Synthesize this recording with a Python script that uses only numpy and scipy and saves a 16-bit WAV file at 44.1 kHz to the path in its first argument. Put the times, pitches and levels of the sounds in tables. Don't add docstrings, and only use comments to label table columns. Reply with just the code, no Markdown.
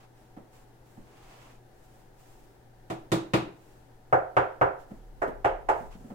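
import sys
import numpy as np
from scipy import signal
from scipy.fft import rfft, irfft
from scipy.io import wavfile

SR = 44100
rng = np.random.default_rng(int(sys.argv[2]) if len(sys.argv) > 2 else 0)


def store_pcm(level_fs):
    pcm = np.round(np.clip(level_fs, -1, 1) * 32767).astype(np.int16)
    wavfile.write(sys.argv[1], SR, np.atleast_2d(pcm).T)


N = 270818
T = np.arange(N) / SR
HIT_SAMPLES = 32768
HIT_T = np.arange(HIT_SAMPLES) / SR
HIT_HZ = np.arange(HIT_SAMPLES // 2 + 1) * SR / HIT_SAMPLES
LEFT_LAG_MS = 0.36


def gain(db):
    return 10 ** (np.asarray(db) / 20)


def pan(db):
    return gain(db * np.array([[.5], [-.5]]))


def curve(points, size):
    hz, value = np.transpose(points)
    return np.interp(np.log(np.arange(size // 2 + 1) * SR / size + 1), np.log(hz), value)


def two_ear_spectra(size, alike_hz):
    mid, side = rfft(rng.standard_normal((2, size)))
    alike = 1 / (1 + (np.arange(len(mid)) * SR / size / alike_hz) ** 2)
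    return (mid * np.sqrt(1 + alike) + np.array([[1], [-1]]) * side * np.sqrt(1 - alike)) / np.sqrt(2)


def noise(colour, size=N, alike_hz=420):
    x = irfft(two_ear_spectra(size, alike_hz) * gain(curve(colour, size)), size)
    return x / x.std()


def wander(rate_hz):
    return np.interp(T * rate_hz, np.arange(1024), rng.standard_normal(1024))


def fade(fade_s):
    return np.exp(-np.log(1000) * HIT_T / fade_s)


def struck(colour):
    cepstrum = irfft(np.log(gain(curve(colour, HIT_SAMPLES))))
    cepstrum[1:HIT_SAMPLES // 2] *= 2
    cepstrum[HIT_SAMPLES // 2 + 1:] = 0
    return np.exp(rfft(cepstrum))


def movement(start_s, rise_s, hold_s, fall_s):
    corners = start_s + np.cumsum([0, rise_s, hold_s, fall_s])
    return np.sin(np.pi / 2 * np.interp(T, corners, [0, 1, 1, 0]))


def add(out, sound, start_s):
    start = max(int(start_s * SR), 0)
    out[:, start:start + sound.shape[1]] += sound[:, :max(N - start, 0)]


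# frequency_hz, level_db
FAN_COLOUR = [(20, 1.5), (45, -10), (80, -13.5), (102, -12), (145, -9), (180, -14.5), (380, -11),
              (680, -17.5), (770, -14.5), (900, -15.5), (1080, -25.5), (1700, -24), (2300, -32.5),
              (7500, -38.5), (15000, -40.5)]
# pitch_hz, level_db
HUM_TONES = [(120, -62.5), (343, -76), (749, -72)]

def fan_and_hum(fan_db=-56, swell_db=.5, waver_db=1.6, drift_rad=0.18):
    air = noise(FAN_COLOUR) * gain(fan_db + swell_db * wander(9.2))
    hum = 0
    for hz, db in HUM_TONES:
        level = np.sqrt(2) * gain(db + waver_db * wander(6))
        hum += level * np.sin(2 * np.pi * hz * T + drift_rad * wander(4))
    return air + hum


# frequency_hz, level_db
RUB_COLOUR = [(300, -4.5), (800, 4.5), (1600, -4.5), (2700, -5), (4000, -12), (7000, -15), (15000, -27)]
BRUSH_COLOUR = [(1000, -4.5), (4000, -11.5), (7500, -6.5), (11000, -12.5), (15000, -11)]
# start_s, speed_up_s, slow_down_s, rub_db, brush_db
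HAND_STROKES = [(0, 0.0057, .08, -58.5, -80), (.12, .08, .2, -71, -73), (.51, 0.039, .12, -63, -65),
                (.84, 0.044, .3, -72, -69), (1.0, 0.4, .22, -55.5, -68), (1.7, .22, .22, -72, -68),
                (2.12, .11, 0.39, -69.5, -65.5), (3.52, .1, .33, -69.5, -69.5),
                (4.78, 0.027, 0.053, -64, -66.5), (4.87, .04, .12, -78, -70), (5.72, .08, .15, -70, -63.5),
                (5.9, 0.029, 0.042, -56, -76), (5.93, 0.11, 0.16, -69, -65.5)]

def sliding_hands(uneven_db=1.46, speed_power=1.14):
    rub, brush = 0, 0
    for start_s, speed_up_s, slow_down_s, rub_db, brush_db in HAND_STROKES:
        friction = movement(start_s, speed_up_s, 0, slow_down_s) ** speed_power
        rub += gain(rub_db) * friction
        brush += gain(brush_db) * friction
    return (noise(RUB_COLOUR) * rub + noise(BRUSH_COLOUR) * brush) * gain(uneven_db * wander(45))


# frequency_hz, level_db
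RUMBLE_SHAPE = [(15, -27), (27, 0), (36, 3), (46, -17.5), (80, -18), (160, -50.5), (600, -81.5)]

def rumble(steady_db=-65.5, rocking_db=-46.5):
    rocking = movement(start_s=4.486, rise_s=1.17, hold_s=0.21, fall_s=.24) ** 2
    return noise(RUMBLE_SHAPE, alike_hz=50) * (gain(steady_db) + gain(rocking_db) * rocking)


# frequency_hz, level_db
TAP_COLOUR = [(80, -15), (300, 0.5), (720, -3.5), (1100, -9.5), (2700, -28.5), (5000, -40), (15000, -42)]
SCUFF_COLOUR = [(80, 0.5), (200, 19), (400, 5.5), (700, -1), (1200, -30), (3000, -38), (6000, -62.5),
                (15000, -61.5)]
# start_s, level_db, start_pitch_hz, scuff_vs_thud_db, tap_db
SOFT_BUMPS = [(.367, -47.5, 184, -1.5, -0.5), (.972, -45, 185, -5.5, -9.5), (2.375, -71, 149, -10, -17),
              (4.908, -39, 198, -6.5, -3.5), (5.275, -44.5, 135, -4.5, 9.5), (5.802, -46, 185, -5.5, -6),
              (5.947, -42, 183, -9, -11), (6.004, -46.5, 190, -5.5, -13), (6.041, -38, 212.4, -9.5, -9),
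              (6.102, -34.5, 216, -10, 1.5)]

def soft_bumps(rise_s=0.0075, thud_s=0.086, scuff_s=0.24, glide=0.46, glide_s=0.026):
    out = np.zeros((2, N))
    onset = 1 - np.exp(-(HIT_T / rise_s) ** 2)
    tap = irfft(struck(TAP_COLOUR) * room("side"))
    for start_s, db, start_hz, scuff_db, tap_db in SOFT_BUMPS:
        pitch_hz = start_hz * (1 + glide * (1 - np.exp(-HIT_T / glide_s)))
        thud = np.sin(2 * np.pi * np.cumsum(pitch_hz) / SR) * fade(thud_s)
        scuff = gain(scuff_db) * noise(SCUFF_COLOUR, HIT_SAMPLES) * fade(scuff_s)
        add(out, 2 * gain(db) * onset * (thud + scuff) + gain(tap_db) * tap, start_s)
    return out


FACE_PATHS = {"baffle": (0, 9.5, 0), "side": (1.9, 7.9, 0.67), "top": (-7, 14, 1.9)}
# delay_ms, level_db, left_lag_ms
EARLY_ECHOES = [(3.922, 2, 0.287), (7.74, -7, 0.31), (14.51, -7, -0.27), (17.53, -3.5, 0.27),
                (21.22, -7.5, 0.33)]
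# frequency_hz, fade_s
ROOM_FADES = [(100, 0.39), (400, 0.44), (1100, 0.39), (3000, 0.37), (8000, 0.29), (15000, 0.25)]

def room(face, build_s=0.0026, tail_db=7.5, scatter_db=8, scatter_s=0.17):
    straight_db, wall_ms, wall_db = FACE_PATHS[face]
    paths = [(0, straight_db, LEFT_LAG_MS), (wall_ms, wall_db, LEFT_LAG_MS)] + EARLY_ECHOES
    response, tail = 0, 0
    for delay_ms, db, lag_ms in paths:
        ear_delays_s = np.array([[delay_ms + lag_ms], [delay_ms]]) / 1000
        response += gain(db) * np.exp(-2j * np.pi * HIT_HZ * ear_delays_s)
    wash = two_ear_spectra(HIT_SAMPLES, alike_hz=300)
    for band_hz, fade_s in ROOM_FADES:
        band = curve([(hz, float(hz == band_hz)) for hz, _ in ROOM_FADES], HIT_SAMPLES)
        tail += irfft(wash * band) * fade(fade_s)
    scatter = irfft(two_ear_spectra(HIT_SAMPLES, alike_hz=296)) * fade(scatter_s)
    onset = 1 - np.exp(-HIT_T / build_s)
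    for part, db in ((tail * onset, tail_db), (scatter * onset, scatter_db)):
        response += gain(db) * rfft(part) / np.sqrt(np.sum(part ** 2) / 2)
    return response / np.sqrt(np.mean(np.abs(response) ** 2))


BOX_FACES = ["baffle", "side", "top"]
# pitch_hz, baffle_db, side_db, top_db
BOX_NOTES = [(64.5, -36.5, -40.5, -40), (125, -19.5, -23.5, -35), (169, -28, -39.5, -49),
             (195.3, -40, -59, -47), (308, -24.5, -39.5, -52), (332.2, -18.5, -35.5, -35),
             (392, -29, -26.5, -29.5), (420, -43, -37, -34), (481, -38, -33, -35), (530, -34.5, -26.5, -26),
             (538, -39, -26, -32), (597, -36.5, -35.5, -42), (641, -57, -40, -25),
             (694.5, -36.5, -24.5, -24.5), (749, -30, -23.5, -48), (807.5, -50, -32, -38),
             (847, -41, -39, -34), (930, -40, -45, -58), (1033, -56, -29, -55), (1236, -30, -36.5, -26.5),
             (1290, -45, -32.5, -44), (1330, -47, -38, -44), (1450, -54, -36, -49), (1560, -44, -44, -48),
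             (1840, -56, -38, -31), (2860, -62, -43, -55)]
# pitch_hz, fade_s
NOTE_FADES = [(70, .3), (122, .19), (170, .28), (340, .35), (700, .33), (1400, .25), (3000, .17)]

def box_ring(face, build_s=0.005, spread_hz=280, vary_db=1.0):
    out = 0
    chances = rng.standard_normal((len(BOX_NOTES), 3))
    for (hz, *face_dbs), (softer, phase, skew) in zip(BOX_NOTES, chances):
        level = gain(face_dbs[BOX_FACES.index(face)] - vary_db * softer)
        fade_s = np.interp(hz, *np.transpose(NOTE_FADES))
        left_lag_rad = 2 * np.pi * hz * LEFT_LAG_MS / 1000 + skew * min(hz / spread_hz, 1) / 2
        angle = 2 * np.pi * hz * HIT_T + np.pi * phase - np.array([[left_lag_rad], [0]])
        out += level * fade(fade_s) * np.sin(angle)
    return out * (1 - np.exp(-HIT_T / build_s))


def spot_boost(spot_hz, spot_db, sharpness=4):
    off_pitch = HIT_HZ / spot_hz - spot_hz / (HIT_HZ + 1e-9)
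    return 1 + (gain(spot_db) - 1) / (1 + 1j * sharpness * off_pitch)


def hollow_tock(spot_hz, spot_db, lift_db=6.5, swell_s=.014, order=5):
    level = gain(lift_db) * (gain(spot_db) - 1)
    note = (1 + 2j * np.pi * (HIT_HZ - spot_hz) * swell_s / (order - 1)) ** -order
    ear_delays_s = np.array([[LEFT_LAG_MS], [0]]) / 1000
    return level * note * np.exp(-2j * np.pi * HIT_HZ * ear_delays_s)


def knuckle_push(cutoff_hz):
    return signal.freqs(*signal.butter(4, 1, analog=True), HIT_HZ / cutoff_hz)[1]


PANEL_COLOURS = { "baffle": [(40, -16), (90, 15.5), (140, 24.5), (250, 19), (340, 26), (500, 18),
                 (1000, 17.5), (1800, 10), (2600, 7.5), (3200, 4), (3800, 7), (6000, -12), (15000, -14)],
                 "side": [(40, 4.5), (90, 18.5), (220, 3.5), (320, 19.5), (520, 28.5), (740, 28),
                 (1100, 19.5), (1400, 25), (2000, 12.5), (3000, 4), (4000, -3), (15000, 2)],
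                 "top": [(40, 10), (90, 16), (220, 0.5), (310, 17.5), (420, 27), (850, 23.5), (1150, 18),
                 (1500, 19.5), (2200, 10), (3000, 4), (4000, -10.5), (15000, -4)]}
# frequency_hz, level_db
TICK_COLOUR = [(500, -33), (2500, -4), (4500, -6.5), (7000, -2.5), (10000, -9), (15000, -17.5)]
# start_s, face_name, panel_db, ring_db, cutoff_hz, tick_db, spot_hz, spot_db, pan_db
RAPS = [(2.9008, "baffle", -12, -14.5, 3400, -11, 712, 7.5, -0.5),
        (3.1182, "baffle", -1, -1, 4030, 3, 3570, 3.5, -1),
        (3.3356, "baffle", 1.5, -0.5, 4830, -1, 2580, 4.5, 0),
        (4.1259, "side", -0.5, -1, 2050, -17, 720, 5.5, -1.5),
        (4.367, "side", 0, -2, 3060, -14, 980, 4.5, -1.5),
        (4.6122, "side", -1, 0.5, 2420, -18.5, 970, 5, -1.5),
        (5.2177, "top", -5.5, -4, 2040, -16.5, 1650, 1, -2.4),
        (5.445, "top", -2.5, -3.5, 3370, -13, 785, 7, -2),
        (5.6865, "top", -5, -4.5, 2680, -10, 862, 10.5, -2.5)]

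def knuckle_raps():
    out = np.zeros((2, N))
    rooms = {face: room(face) for face in BOX_FACES}
    for start_s, face, panel_db, ring_db, cutoff_hz, tick_db, spot_hz, spot_db, pan_db in RAPS:
        panel = gain(panel_db) * struck(PANEL_COLOURS[face])
        ring = gain(ring_db) * rfft(box_ring(face))
        body = (panel * rooms[face] + ring) * spot_boost(spot_hz, spot_db)
        tock = panel * hollow_tock(spot_hz, spot_db)
        tick = gain(tick_db) * struck(TICK_COLOUR) * rooms[face]
        rap = (body + tock) * knuckle_push(cutoff_hz) + tick
        add(out, pan(pan_db) * irfft(rap), start_s)
    return out


def scene(soft_pan_db=-1, fan_pan_db=2):
    raps = knuckle_raps()
    soft_sounds = soft_bumps() + sliding_hands() + rumble()
    return raps + soft_sounds * pan(soft_pan_db) + fan_and_hum() * pan(fan_pan_db)


def record(dry, top_hz=15900):
    return signal.sosfilt(signal.ellip(10, .2, 80, top_hz, fs=SR, output="sos"), dry)


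dry = scene()
out = record(dry)
store_pcm(out)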